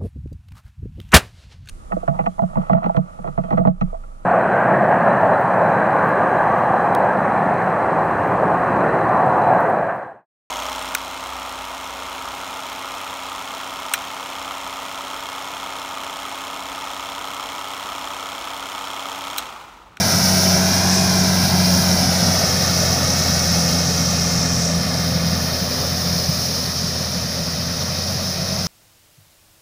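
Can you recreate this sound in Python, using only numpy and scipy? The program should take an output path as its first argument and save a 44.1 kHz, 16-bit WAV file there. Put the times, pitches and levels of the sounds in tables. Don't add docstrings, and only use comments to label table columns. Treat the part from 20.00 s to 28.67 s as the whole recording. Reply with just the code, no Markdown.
import sys
import numpy as np
from scipy import signal
from scipy.fft import rfft, irfft, next_fast_len
from scipy.io import wavfile
from scipy.ndimage import uniform_filter1d, map_coordinates

SR = 44100
rng = np.random.default_rng(int(sys.argv[2]) if len(sys.argv) > 2 else 0)


def wav_out(sig):
    wavfile.write(sys.argv[1], SR, np.round(np.clip(np.atleast_2d(sig).T, -1, 1) * 32767).astype(np.int16))


N = 382347

START_M, SPEED_M_PER_S = 18.1, 3.99

# (t/s, f/Hz, level of order 1/dB, level of order 2/dB)
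DRONE = [(0, 92.66, -30, -23.5), (.5, 92.2, -26.5, -20.5), (1, 92.6, -28, -21), (1.7, 90.5, -25, -20),
         (2.05, 89.54, -25.5, -21), (2.22, 89.8, -28, -28), (2.55, 88.9, -27, -26), (2.85, 87.2, -27, -30),
         (3.2, 85, -27.5, -31), (3.5, 85.14, -27, -24), (4.5, 84.96, -29, -23.5), (4.8, 84.4, -31, -24),
         (5.35, 84.2, -27, -25), (5.5, 83.6, -31, -27), (5.75, 84.2, -30.5, -39), (6.02, 86.7, -30, -27.5),
         (6.25, 85.9, -30, -34), (6.5, 84.6, -35, -33), (6.75, 83.6, -34, -37), (7.5, 83.9, -34, -33),
         (8, 88.6, -31.5, -39), (8.45, 90.65, -32, -31), (8.67, 90.3, -30, -29)]
LIFTED_ORDERS = (1.5, 3, 4, 7.07)
# (f/Hz, width/Hz, level at the start distance/dB)
HOUSING = [(129, 7, -29.5), (253.8, 5.2, -30.5), (364, 8.5, -40.5), (658, 34, -33)]
# (multiple of the firing rate, level re order 1/dB)
BELTS_AND_GEARS = [(2.5, -15.5), (6.13, -16.5), (7.42, -15), (8, -25.5), (8.45, -14)]

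# (t/s, roar level/dB, bass level/dB)
WORK = [(0, -1.5, -0.5), (1, 0.9, -2.5), (1.7, 0.3, 0), (2.3, 1.5, 1), (3.2, 1.5, 1), (4.2, 0.5, 1),
        (4.8, 0, 1), (5.7, 0.5, 1), (6.7, -0.5, -1), (8.67, 0, 0)]
# (f/Hz, relative level per Hz/dB)
RUMBLE_SPECTRUM = [(11, -26), (18, -12), (30, -13.5), (47, -24), (62, -14.5), (100, -7), (125, -4),
                   (150, 0), (200, -1), (230, -8), (265, -7.5), (300, -30), (500, -31)]
# (f/Hz, relative level per Hz/dB)
ROAR_SPECTRUM = [(150, -24), (300, -4.5), (370, -1), (450, -1.5), (540, 0), (650, -0.5), (800, -3),
                 (1000, -6), (1400, -5.5), (1800, -7.5), (2200, -9), (3000, -16.5), (4000, -9), (6000, -41)]
RUMBLE_DB, ROAR_DB = -24, -23
RUMBLE_FADES = 0.57
ROAR_TREBLE_DB_PER_S = 0.32

# (t/s, straw level/dB, fizz level/dB)
FEED = [(0, 0, -.5), (.3, 0.5, 0), (.6, -2, -1), (1, -1, -4), (1.75, 1, 2.5), (2.1, 1.5, -1), (3, 0, 1),
        (3.6, 1, 0), (4.3, -2, -3), (4.75, -2, -5), (5.1, -1, 0), (5.8, .5, 3.5), (6.45, 2, 4),
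        (6.9, 0, -2), (7.6, -1, -1), (8.67, 1, 2)]
# (start level before the feed/dB, multiple of the distance loss)
CHAFF_LEVELS = [(-20.5, 0.63), (-29, 1.375), (-32.5, 1.15)]
# (f/Hz, relative level per Hz/dB)
HISS_SPECTRUM = [(1800, -31.5), (3000, -18), (3400, -17.5), (3750, -14), (4100, -8.5), (4800, -2.5),
                 (5200, 2), (5500, 1), (6200, -6.5), (6700, -10), (6950, -21), (7600, -21.5), (8100, -34),
                 (10000, -50)]
# (f/Hz, relative level per Hz/dB)
RUSTLE_SPECTRUM = [(6500, -16), (8100, -9.5), (8800, -2.5), (9600, 0.5), (10500, -1), (12000, -3),
                   (13100, -13.5), (14000, -14)]
# (f/Hz, relative level per Hz/dB)
FIZZ_SPECTRUM = [(11000, -18), (13000, -8), (13900, -10), (14400, -1), (14700, 1), (15100, -3), (15600, 1)]
HISS_SWING = 0.85
RUSTLE_TOP_DB_PER_S = 0.38
DRUM_RATIO = 4.6

# (t/s, width/s, level/dB, extra level above 7.8 kHz/dB)
SHRILL_SWELLS = [(.5, 0.14, 3.5, -5), (.95, 0.072, 1, 8), (1.55, 0.2, -7, -1), (2, .12, -7, 9),
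                 (4.4, .3, 0, 2), (4.951, 0.25, 1, 20)]
# (f/Hz, relative level per Hz/dB)
SHRILL_SPECTRUM = [(4500, -28), (5200, -1), (5700, 4.5), (6300, -2), (6800, -8), (7600, -15), (8300, -16),
                   (9500, -27)]
SHRILL_DB = -25.5
BREAK_S, BREAK_WIDTH_S, BREAK_DB = 4.76, 0.085, -21

# (t/s, lag/ms, posture from 0 up, numbering the trains below)
BODY = [(0, 1.3, 0.59), (.3, 1.4, 0.31), (.95, 1.17, 0), (1.3, 1.32, 0.045), (1.8, 1.25, 0.69),
        (2.55, 1.56, 0.99), (3.3, 1.51, 1), (4.5, 1.6, 1.2), (5.2, 1.604, 1.2), (5.6, 1.6, 1.3),
        (5.85, 1.65, 2.4), (8.67, 1.58, 2)]
# (delay after the first/ms, strength in posture 0, in posture 1, in posture 2)
LATER_COPIES = [(.3, -0.2, 0.025, 0.06), (.47, -0.1, -0.11, 0.047), (.75, -0.064, 0.053, -0.031),
                (1.03, -.19, -0.1, -0.053), (1.25, 0.1, 0.089, -0.032), (1.45, -0.094, -0.23, -0.045),
                (1.66, 0.24, 0.1, .01), (1.9, 0.023, 0.024, -0.03), (2.2, -0.14, -0.042, -0.0043),
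                (2.48, 0.034, 0.05, 0.003)]
FIRST_COPY = 0.26

# (t/s, level before an 8 dB trim/dB)
SNAPS = [(0.7394, -18), (0.9434, -19), (1.0444, -18), (1.1742, -19), (1.502, -13), (1.7394, -25),
         (2.6179, -17), (4.6202, -21)]
# (t/s, level before the attack and decay/dB)
JOLTS = [(2.397, -20), (6.286, -8)]

TOP_HZ = 15510


def amp(db):
    return 10 ** (np.asarray(db) / 20)


def unit(x):
    return x / np.sqrt(np.mean(x ** 2) + 1e-20)


def curves(rows):
    s, *cols = np.transpose(rows)
    return [np.interp(np.arange(N) / SR, s, c) for c in cols]


def wobble(rate):
    at = np.arange(0, N + 16, 16)
    knots = rng.standard_normal(int(N * rate / SR) + 4)
    return np.interp(np.arange(N), at, map_coordinates(knots, [at * rate / SR]))


def filtered(x, response):
    m = next_fast_len(N + 8192)
    return irfft(rfft(x, m) * response(np.fft.rfftfreq(m, 1 / SR)), m)[..., :N]


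def coloured(x, points):
    f, db = np.transpose(points)
    return unit(filtered(x, lambda hz: amp(np.interp(np.log(hz + 1), np.log(f), db, left=-120, right=-120))))


def shelf(x, edge_hz, below_db, above_db):
    low = filtered(x, lambda hz: 1 / (1 + (hz / edge_hz) ** 8))
    return amp(below_db) * low + amp(above_db) * (x - low)


def rush(points, patchy_db, grit_db):
    gritty = rng.standard_normal(N) * amp(grit_db * wobble(350))
    bins = signal.stft(gritty, nperseg=512)[2]
    field = uniform_filter1d(uniform_filter1d(rng.standard_normal(bins.shape), 8, 0), 8, 1)
    patchy = signal.istft(bins * amp(patchy_db * unit(field)), nperseg=512)[1][:N]
    return coloured(patchy, points)


def distance_db():
    return -20 * np.log10(1 + SPEED_M_PER_S * np.arange(N) / SR / START_M)


def firing_angle():
    return 2 * np.pi * np.cumsum(curves(DRONE)[0]) / SR


def engine():
    angle = firing_angle()
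    rate_hz, first_db, second_db = curves(DRONE)
    orders = [(1, first_db), (2, second_db)]
    for k, (hz, width, db) in zip(LIFTED_ORDERS, HOUSING):
        resonance_db = -10 * np.log10(1 + ((k * rate_hz - hz) / width) ** 2)
        orders.append((k, db + distance_db() + resonance_db))
    orders += [(k, first_db + db) for k, db in BELTS_AND_GEARS]
    out = np.zeros(N)
    for k, db in orders:
        size = np.sqrt(2) * amp(db + 0.58 * np.sqrt(k) * wobble(7))
        shaken = angle + 0.028 * np.sqrt(k) * wobble(16)
        out += size * np.sin(k * shaken + 6 * rng.random())
    return out


def machine():
    swell_db, bass_db = curves(WORK)
    rumble_db = RUMBLE_DB + RUMBLE_FADES * distance_db() + bass_db + 0.47 * wobble(2.003)
    rumble = amp(rumble_db) * rush(RUMBLE_SPECTRUM, patchy_db=1.06, grit_db=-1.3)
    roar = shelf(rush(ROAR_SPECTRUM, patchy_db=0.97, grit_db=0.2), 410, bass_db, 0)
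    roar = shelf(roar, 2420, 0, ROAR_TREBLE_DB_PER_S * np.arange(N) / SR)
    puffs = 1 + 0.028 * np.cos(firing_angle())
    return rumble + amp(ROAR_DB + distance_db() + swell_db) * puffs * roar


def chaff():
    feed_db, fizz_swing_db = curves(FEED)
    hiss_db, rustle_db, fizz_db = [db + far * distance_db() for db, far in CHAFF_LEVELS]
    drum = np.cos(firing_angle() / DRUM_RATIO)
    bursts = wobble(12) + 0.98 * wobble(30) + 0.5 * drum
    hiss = rush(HISS_SPECTRUM, patchy_db=0.4, grit_db=0.7)
    hiss *= amp(hiss_db + HISS_SWING * feed_db + 0.37 * bursts)
    top_db = RUSTLE_TOP_DB_PER_S * np.arange(N) / SR - 1.0
    rustle = shelf(rush(RUSTLE_SPECTRUM, patchy_db=0.86, grit_db=0.64), 12200, 0, top_db)
    rustle *= amp(rustle_db + feed_db + 0.37 * bursts)
    fizz = rush(FIZZ_SPECTRUM, patchy_db=0.8, grit_db=0.8)
    fizz *= amp(fizz_db + fizz_swing_db + 0.45 * bursts)
    return hiss + rustle + fizz


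def shrill():
    t = np.arange(N) / SR
    s, width, db, top_db = np.transpose(SHRILL_SWELLS)
    bumps = np.exp(-((t - s[:, None]) / width[:, None]) ** 2)
    break_off_db = BREAK_DB * (1 + np.tanh((t - BREAK_S) / BREAK_WIDTH_S)) / 2
    level_db = SHRILL_DB + db @ bumps + break_off_db + 0.44 * wobble(18)
    return amp(level_db) * shelf(rush(SHRILL_SPECTRUM, patchy_db=1.05, grit_db=1.5), 7800, 0, top_db @ bumps)


def near_echo(x):
    lag_ms, posture = curves(BODY)
    ms, *strengths = np.transpose(LATER_COPIES)

    def body(hz):
        return 1 / (1 + (hz / 4300) ** 6) / (1 + (120 / (hz + 1)) ** 2)

    def trains(hz):
        delays = np.exp(-2j * np.pi * np.outer(ms, hz) / 1000)
        return body(hz) * (np.array(strengths) @ delays)

    def late(y):
        return np.interp(np.arange(N) - lag_ms * SR / 1000, np.arange(N), y)

    out = x + FIRST_COPY * late(filtered(x, body))
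    for k, train in enumerate(filtered(x, trains)):
        out = out + np.clip(1 - abs(posture - k), 0, 1) * late(train)
    return out


def snaps():
    cracks, t = np.zeros(N + SR), np.arange(SR // 50) / SR
    for s, db in SNAPS:
        cracks[round(s * SR):][:len(t)] += amp(db - 8 - 60 * t / 0.018)
    bright = [(3000, -20), (6000, 4), (8000, -8), (10000, -12), (15500, 0)]  # (f/Hz, level/dB)
    return cracks[:N] * coloured(rng.standard_normal(N), bright)


def jolts():
    out, t = np.zeros(N + SR), np.arange(SR // 10) / SR
    attack = 1 - np.exp(-t / 0.0033)
    for s, db in JOLTS:
        decay = amp(db - 60 * t / 0.096)
        out[round(s * SR):][:len(t)] += decay * attack * np.sin(2 * np.pi * 145 * t)
    return out[:N]


def scene():
    mono = engine() + near_echo(machine() + chaff() + shrill() + snaps()) + jolts()
    return np.array([mono, mono])


def record(dry):
    return filtered(dry, lambda hz: hz < TOP_HZ)


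dry = scene()
out = record(dry)
wav_out(out)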